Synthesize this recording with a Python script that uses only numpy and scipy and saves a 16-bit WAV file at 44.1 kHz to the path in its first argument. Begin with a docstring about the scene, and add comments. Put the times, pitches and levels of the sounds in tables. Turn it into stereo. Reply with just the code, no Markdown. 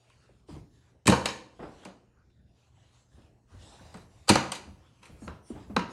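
"""A sleeve rustles faintly in a quiet, echoing room, close to a hand-held camera that rumbles a little.
A thumb slides each of two sprung steel latches on a hard carrying case: the latch snaps open,
jolts the case on its wooden table, and its hasp (the hinged flap) clicks on the stop.
Fingers bump the shell in between; at the end a palm brushes the lid and pulls it free with a clack."""
import sys
import numpy as np
from scipy import signal
from scipy.fft import rfft, irfft, next_fast_len
from scipy.io import wavfile
from scipy.ndimage import uniform_filter1d, map_coordinates

SR = 44100
rng = np.random.default_rng(int(sys.argv[2]) if len(sys.argv) > 2 else 0)


def dump_mix(stems):
    """Bounce the given channels to the path in sys.argv[1] as a 16-bit WAV at rate SR."""
    frames = np.atleast_2d(stems).T  # one column per channel
    limited = np.clip(frames, -1, 1)  # hard clip at full scale
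    pcm = np.round(limited * 32767).astype(np.int16)
    wavfile.write(sys.argv[1], SR, pcm)


N = 261070
T = np.arange(SR * 2 // 3) / SR  # seconds within one blow


def amp(db):
    """Turn decibels into a gain."""
    return 10 ** (np.asarray(db) / 20)


def unit(x):
    """Scale to an average power of 1."""
    return x / np.sqrt(np.mean(np.abs(x) ** 2) + 1e-20)


def blow(x):
    """Give a blow the energy of 4 ms at power 1."""
    return unit(x) * np.sqrt(.004 * SR / x.shape[-1])


def along(points, hz):
    """Read between (Hz, value) points on a log frequency axis."""
    f, v = np.transpose(points)
    return np.interp(np.log(hz + 1), np.log(f + 1), v)


def fade(t, t60):
    """Die away by 60 dB in t60 seconds, the fade time."""
    return np.exp(-np.log(1000) * t / np.maximum(t60, 1e-3))


def swell(start, length, attack, t60):
    """A level that rises until start, holds for length seconds and dies away."""
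    t = np.arange(N) / SR - start
    return np.exp(-(np.minimum(t, 0) / attack) ** 2) * fade(np.maximum(t - length, 0), t60)


def wobble(rate):
    """A smooth curve through rate random points a second."""
    points = rng.standard_normal(int(N * rate / SR) + 4)
    return map_coordinates(points, [np.arange(N) * rate / SR])


def filtered(x, response):
    """Multiply each frequency in x by response(Hz)."""
    n = x.shape[-1]
    m = next_fast_len(n + SR // 4)
    return irfft(rfft(x, m) * response(np.fft.rfftfreq(m, 1 / SR)), m)[..., :n]


def resonant(modes, f):
    """The response of a body that rings at certain pitches, its modes."""
    return sum((-1) ** k * amp(db) * 1j * f * width / (hz * hz - f * f + 1j * f * width)
               for k, (hz, width, db) in enumerate(modes))


def add(track, s, sound):
    """Mix a sound into a track at s seconds."""
    part = track[..., round(s * SR):][..., :sound.shape[-1]]
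    part += sound[..., :part.shape[-1]]


def diffuse(size):
    """Stereo noise from all sides, a little more alike in the bass than in the treble."""
    # Each row: frequency in Hz, left-right likeness from 0 to 1.
    likeness = [(100, 0.26), (250, 0.25), (600, 0.41), (1200, 0.13)]
    turn = lambda hz: np.arccos(np.clip(along(likeness, hz), -1, 1)) / 2
    noise = rng.standard_normal((2, size))
    mid, side = filtered(noise, lambda hz: np.array([np.cos(turn(hz)), np.sin(turn(hz))]))
    return np.array([mid + side, mid - side])


def rush(spectrum, patchy_db):
    """Stereo noise whose tone colour drifts in patches."""
    slices = signal.stft(diffuse(N), nperseg=512)[2]
    patches = uniform_filter1d(rng.standard_normal(slices.shape[1:]), size=7, axis=0)
    patches = uniform_filter1d(patches, size=24, axis=1)
    noise = signal.istft(slices * amp(patchy_db * unit(patches)), nperseg=512)[1][:, :N]
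    return unit(filtered(noise, lambda hz: amp(along(spectrum, hz))))


def room_tail():
    """The room's echo: table and near wall first, then the whole room."""
    # Each row: frequency in Hz, fade time in seconds.
    fade_times = [(80, 0.11), (250, 0.9), (900, 0.57), (2000, 0.46), (4500, 0.48), (8000, 0.43),
                  (11200, 0.43), (13000, 0.14)]
    hz, t, slices = signal.stft(diffuse(len(T)), SR, nperseg=256)
    slices = slices * fade(t, along(fade_times, hz)[:, None])
    tail = signal.istft(slices, SR, nperseg=256)[1][:, :len(T)]
    build_up = 1 - np.exp(-(T / 0.0065) ** 2)
    return unit(tail * build_up * (1 + 0.81 * fade(T, 0.3))) / np.sqrt(len(T))


def in_room(sound, echo_db):
    """A centred sound plus its room echo."""
    return sound + amp(echo_db) * signal.fftconvolve(sound[None], room_tail(), axes=1)[:, :len(T)]


def room_tone(air_db=-66, hum_hz=120, hum_db=-70):
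    """Still air and the faint mains hum of an appliance."""
    # Each row: frequency in Hz, relative level in dB.
    air = [(12, -41.5), (20, -15.5), (59, -2), (121, -14), (169, -12.5), (398, -17.5), (540, -21.5),
           (674, -20.5), (1110, -29), (2040, -31.5), (2220, -35), (6720, -35.5), (15000, -61)]
    hum = amp(hum_db) * np.sin(2 * np.pi * hum_hz * np.arange(N) / SR)
    return amp(air_db) * rush(air, patchy_db=4.5) + hum


def sleeve(uneven_db=0.5, grain_db=0.4):
    """The sleeve rubs in uneven strokes as the arm moves, with the fine grain of the weave."""
    # Each row: start in seconds, length in seconds, level in dB.
    strokes = [(0.0, 0.25, -67), (0.31, 0.084, -73.5), (0.506, 0.052, -57.5), (0.764, 0.14, -70.5),
               (1.649, 0.23, -62.5), (2.588, 0.089, -69.5), (2.781, 0.11, -69), (2.95, 0.068, -65.5),
               (3.149, 0.12, -67.5), (3.53, 0.089, -63), (3.64, 0.11, -55.5), (3.792, 0.232, -58),
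               (4.148, 0.22, -63.5), (4.864, 0.24, -69), (5.038, 0.032, -55.5), (5.158, 0.2, -65),
               (5.522, 0.11, -60.5), (5.903, 0.05, -63)]
    # Each row: frequency in Hz, relative level in dB.
    cloth = [(100, -8), (300, -2.5), (600, -2), (1000, -1), (2100, -7.5), (3000, -5.5), (3800, -7),
             (4800, -9.5), (7100, -10), (11000, -21), (14000, -48)]
    power = sum((amp(db) * swell(s, length, attack=0.45 * length, t60=0.33)) ** 2
                for s, length, db in strokes)
    roughness = amp(uneven_db * wobble(17) + grain_db * wobble(300))
    return np.sqrt(power) * roughness * rush(cloth, patchy_db=3.6)


def handling(tremor_db=-70, uneven_db=0.3):
    """The hand trembles, and each shift of weight sends a low rumble through the camera."""
    # Each row: peak time in seconds, level in dB.
    shifts = [(0.04, -81.5), (0.539, -49), (1.72, -58.5), (3.16, -60), (3.57, -55.5), (3.83, -49.5),
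              (3.97, -54), (4.19, -61.5), (4.71, -51), (5.138, -48.5), (5.3, -51), (5.56, -47),
              (5.72, -46.5)]
    # Each row: frequency in Hz, relative level in dB.
    rumble = [(20, -11), (45, -3), (80, 1), (130, -4.5), (220, -19.5), (400, -22), (900, -47.5)]
    push = amp(tremor_db) + sum(amp(db) * swell(s, 0, attack=0.041, t60=0.75) for s, db in shifts)
    return push * amp(uneven_db * wobble(16)) * rush(rumble, patchy_db=3.0)


def strike(response, t60, rise, spread, echo_db, accent=()):
    """A burst of noise coloured by the struck body, plus its room echo."""
    # spread sets how much left and right differ
    burst = rng.standard_normal(len(T)) + spread * rng.standard_normal((2, len(T)))
    burst = burst * fade(T, t60) * (1 - np.exp(-T / max(rise, 1e-4)))
    right_delay = lambda f: np.exp(-2j * np.pi * f * np.array([[0], [.00022]]))
    direct = filtered(burst, lambda f: response(f) * (1 + resonant(accent, f)) * right_delay(f))
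    return blow(direct) + amp(echo_db) * blow(filtered(room_tail(), response))


def contacts(hits, panel_modes, hard_modes, echo_db):
    """Each hit rings the hard parts, ticks in the spring and clacks the panel underneath."""
    # Each row: frequency in Hz, relative level in dB.
    tick_colour = [(3000, -39), (5800, -13), (7000, -5), (8200, -2), (9200, -7), (9800, -9.5),
                   (11600, -14.5), (12800, -27), (15200, -30.5), (16500, -43)]
    out = np.zeros((2, N))
    # heavy parts cannot follow the fastest motion
    mass = lambda f, corner_hz: 1 / (1 + 1j * f / corner_hz) ** 2
    plate = lambda f: resonant(hard_modes, f) * mass(f, 21000)
    spring = lambda f: amp(along(tick_colour, f))
    panel = lambda f: resonant(panel_modes, f) * mass(f, 5000)
    for s, db, clack_db, tick_db, ring_hz, tick_hz, t60 in hits:
        # the spot that is hit brings out one pitch of the plate and one of the spring
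        ring = strike(plate, t60, rise=0.0044, spread=1.0, echo_db=echo_db, accent=[(ring_hz, 220, 6)])
        tick = strike(spring, 2.0 * t60, rise=.0006, spread=0.95, echo_db=echo_db - 7,
                      accent=[(tick_hz, 260, 8)])
        clack = strike(panel, 2.1 * t60, rise=0.00045, spread=0.24, echo_db=echo_db)
        add(out, s, amp(db) * (ring + amp(tick_db) * tick + amp(clack_db) * clack))
    return out


def latches():
    """Each bolt lets go in a few quick slips; the hasp flies out, hits its stop and bounces."""
    # Each row: start in seconds, ring level in dB, clack and tick in dB above the ring,
    # ring and tick pitches in Hz, the ring's fade time in seconds.
    left_hits = [(0.0985, -61, 3, -9, 3250, 8270, 0.012), (1.0559, -34.5, -4.5, -7, 2870, 7400, 0.026),
                 (1.069, -17, -13.5, -5, 2721, 7350, 0.013), (1.0758, -15.5, 0, -0.5, 2445, 8150, 0.014),
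                 (1.096, -22, -0.5, -6.5, 3750, 8345, 0.021), (1.1199, -22, 9.5, -19, 2701, 8095, 0.033),
                 (1.256, -20, -5.5, -6, 4250, 6590, 0.016), (1.286, -30.5, -3.5, -17, 5070, 6464, 0.025)]
    right_hits = [(1.8315, -62, 13.5, -3, 2216, 7320, 0.023), (1.8502, -42, -1.5, -8, 2687, 6850, 0.014),
                  (2.2981, -72, -5, -19, 2705, 6920, 0.026), (3.9402, -49, 7.5, -5, 2140, 8010, 0.023),
                  (3.97, -55, 2.5, -2, 2400, 8300, 0.018), (4.2735, -43, 2, -8, 4700, 7360, 0.05),
                  (4.2805, -28, 2.5, -7.5, 4500, 7230, 0.032), (4.2898, -13, -2.5, -6.5, 3120, 8290, 0.022),
                  (4.2931, -14.5, -0.5, -2.5, 4560, 9000, 0.021),
                  (4.2975, -16, -4.5, -11, 4280, 7050, 0.015), (4.355, -19.5, 7, -10.5, 2350, 8500, 0.009),
                  (4.5179, -26, -2.5, -3.5, 3160, 8430, 0.017),
                  (4.5492, -35.5, -7.5, -3, 3900, 6850, 0.067)]
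    # How each latch and the panel under it ring. Each row: pitch in Hz, width in Hz, level in dB.
    left_steel = [(1764, 150, 0.5), (2370, 200, 0), (2730, 130, 0.5), (3040, 150, -1), (3860, 270, -2.5),
                  (4430, 300, -4), (5050, 590, -8), (6680, 450, -5.5)]
    right_steel = [(1983, 100, -1.5), (2383, 150, 2.5), (2730, 240, 0.5), (2970, 260, 0.5),
                   (3680, 470, -4.5), (4170, 370, -1.5), (4800, 400, -1.5), (5530, 810, -7),
                   (5730, 490, -2), (6690, 1000, -7)]
    left_panel = [(502, 57, -4), (795, 66, -6), (921, 42, 0), (1050, 82, -1), (1195, 130, -7),
                  (1510, 160, -7.5)]
    right_panel = [(523, 50, -3.5), (766.4, 70, -2), (918, 47, 3), (1010, 130, -1), (1270, 110, -1.5),
                   (1442, 78, -1), (1770, 370, -6)]
    left = contacts(left_hits, left_panel, left_steel, echo_db=-3.5)
    right = contacts(right_hits, right_panel, right_steel, echo_db=-4.5)
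    return left + right


def touches():
    """Fingers, palm and lid bump the shell: it bends with a falling thud, and skin scuffs the cover."""
    # Each row: start in seconds, thud level in dB, scuff in dB above the thud,
    # a pitch in Hz that the thud falls through, its fade time in seconds.
    bumps = [(0.291, -57, -9, 400, 0.038), (0.486, -42.5, -7.5, 330, 0.097), (0.522, -39, -13.5, 176, 0.14),
             (0.564, -44, -13, 258.7, 0.039), (1.593, -47, 10, 279.6, 0.39), (1.623, -41, 4.5, 372.4, 0.27),
             (1.855, -41, -0.5, 219.7, 0.11), (3.178, -54, -4, 261, 0.098), (3.539, -51.5, -6.5, 244, 0.14),
             (3.809, -50, -6, 179, 0.092), (3.947, -42, -1.5, 212, 0.16), (4.585, -54, -3, 316, 0.044),
             (4.674, -44, -9, 229, 0.12), (5.096, -49.5, -4, 203.3, 0.068), (5.219, -39, -8, 246, 0.17),
             (5.274, -42, 2.5, 196.5, 0.16), (5.503, -33.5, -15, 228.6, 0.036),
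             (5.549, -47.5, 5, 222, 0.44), (5.697, -35, -9.5, 242, 0.177), (5.767, -23, -6, 218.3, 0.09)]
    # Each row: frequency in Hz, relative level in dB.
    scuff_colour = [(60, -7), (200, 6.5), (450, 8), (700, 7), (1200, 2.5), (2500, -9.5), (6000, -31.5),
                    (12000, -42.5)]
    covering = lambda f: amp(along(scuff_colour, f))
    out = np.zeros((2, N))
    for s, db, scuff_db, hz, t60 in bumps:
        pitch = hz * (0.83 + 1.4 * np.exp(-T / 0.0042))
        tone = np.sin(2 * np.pi * np.cumsum(pitch) / SR)
        thud = blow(tone * fade(T, t60) * (1 - np.exp(-T / 0.0059)))
        scuff = strike(covering, 1.35 * t60, rise=0.00026, spread=1.0, echo_db=1.5)
        add(out, s, amp(db) * (in_room(thud, echo_db=-6.5) + amp(scuff_db) * scuff))
    return out


def jolts():
    """The spring's kick rocks the case on the table and sets both booming."""
    # Each row: start in seconds, level in dB, favoured pitch in Hz.
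    kicks = [(1.063, -28.5, 205), (1.0792, -22, 294.1), (1.0867, -12.5, 204.6), (1.0966, -12.5, 213.7),
             (1.124, -22.5, 238.4), (4.302, -13.5, 292.6), (4.311, -17.5, 292), (4.322, -20.5, 207),
             (4.357, -20, 292)]
    # How case and table ring. Each row: pitch in Hz, level in dB, fade time in seconds.
    case_modes = [(78.6, -19.5, 0.61), (101, -6.5, 0.11), (132, -8, 0.38), (188, -5.5, 0.18),
                  (207, -4.5, 0.15), (243, -9, 0.11), (298, -4, 0.095), (334.8, -12, 0.055),
                  (410, -21, 0.17), (537.5, -11, 0.15), (817, -20, 0.19)]
    out = np.zeros((2, N))
    hz, level, t60 = np.transpose(case_modes)[:, :, None]
    for s, db, main_hz in kicks:
        # the corner that lands favours the modes near one pitch
        gain = amp(level + 1.6 * np.exp(-((hz - main_hz) / 30) ** 2) + rng.normal(0, 1, hz.shape))
        swing = np.sum(gain / hz * fade(T, t60) * np.sin(2 * np.pi * hz * T), axis=0)
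        # the first swing is the widest; the air follows its speed
        swing = swing * (1 + 3.8 * fade(T, 0.037)) * (1 - np.exp(-T / 0.0036))
        boom = blow(np.gradient(swing))
        add(out, s, in_room(amp(db) * boom, echo_db=-11))
    return out


def lid():
    """The hand grips the lid, which knocks on its seat and then pulls free."""
    # Each row: start in seconds, ring level in dB, clack and tick in dB above the ring,
    # ring and tick pitches in Hz, the ring's fade time in seconds.
    hits = [(5.028, -49, -1.5, -17, 2370, 8160, 0.029), (5.0544, -47.5, -15, -8.5, 2380, 8400, 0.023),
            (5.2785, -41.5, 8.5, -27, 2440, 8230, 0.008), (5.7636, -21.5, 5.5, -22, 2690, 8560, 0.0116),
            (5.791, -32.5, 3, -23, 2110, 8700, 0.02)]
    # How the lid's panel and rim ring. Each row: pitch in Hz, width in Hz, level in dB.
    panel = [(520, 95, -8), (769, 52, -14), (973, 63.7, 3.5), (1100, 56, 0), (1296, 145, -0.5),
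             (1594, 72, -3)]
    rim = [(1840, 360, 1.5), (2770, 410, 1), (4000, 300, 0), (5570, 1800, -11), (6730, 120, -5)]
    return contacts(hits, panel, rim, echo_db=-6.5)


def palm():
    """Skin slides over the lid's covering in short, thin swishes."""
    # Each row: peak time in seconds, level in dB, half length in seconds.
    swishes = [(5.244, -57.5, 0.043), (5.488, -61, 0.044), (5.92, -60, 0.024)]
    # Each row: frequency in Hz, relative level in dB.
    skin = [(1500, -17), (5000, -5), (7500, 1.5), (10000, -4.5), (13000, -28)]
    t = np.arange(N) / SR
    level = sum(amp(db) * np.exp(-((t - s) / width) ** 2) for s, db, width in swishes)
    return level * rush(skin, patchy_db=6.5)


def scene():
    """All the sounds together, in stereo."""
    return latches() + lid() + jolts() + touches() + palm() + sleeve() + handling() + room_tone()


def record(dry, top_hz=16300):
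    """The microphone hears more bass on the right, rounds off peaks and cuts the highest treble."""
    # Its weak deep bass and high treble. Each row: frequency in Hz, gain in dB.
    microphone = [(20, -11.5), (40, -3), (65, 2.5), (11500, -0.5), (13000, -8.5), (16000, -8.5)]
    # Each row: frequency in Hz, left minus right in dB.
    balance = [(40, -4.5), (120, -8), (270, -11), (520, 1), (1500, -0.5), (5000, 2.5), (8300, -3.5),
               (12000, -11)]
    sides = np.array([[.5], [-.5]])
    coloured = filtered(dry, lambda hz: amp(along(microphone, hz) + along(balance, hz) * sides))
    rounded = coloured / (1 + coloured ** 6) ** (1 / 6)
    return filtered(rounded, lambda hz: hz < top_hz)


dry = scene()
out = record(dry)
dump_mix(out)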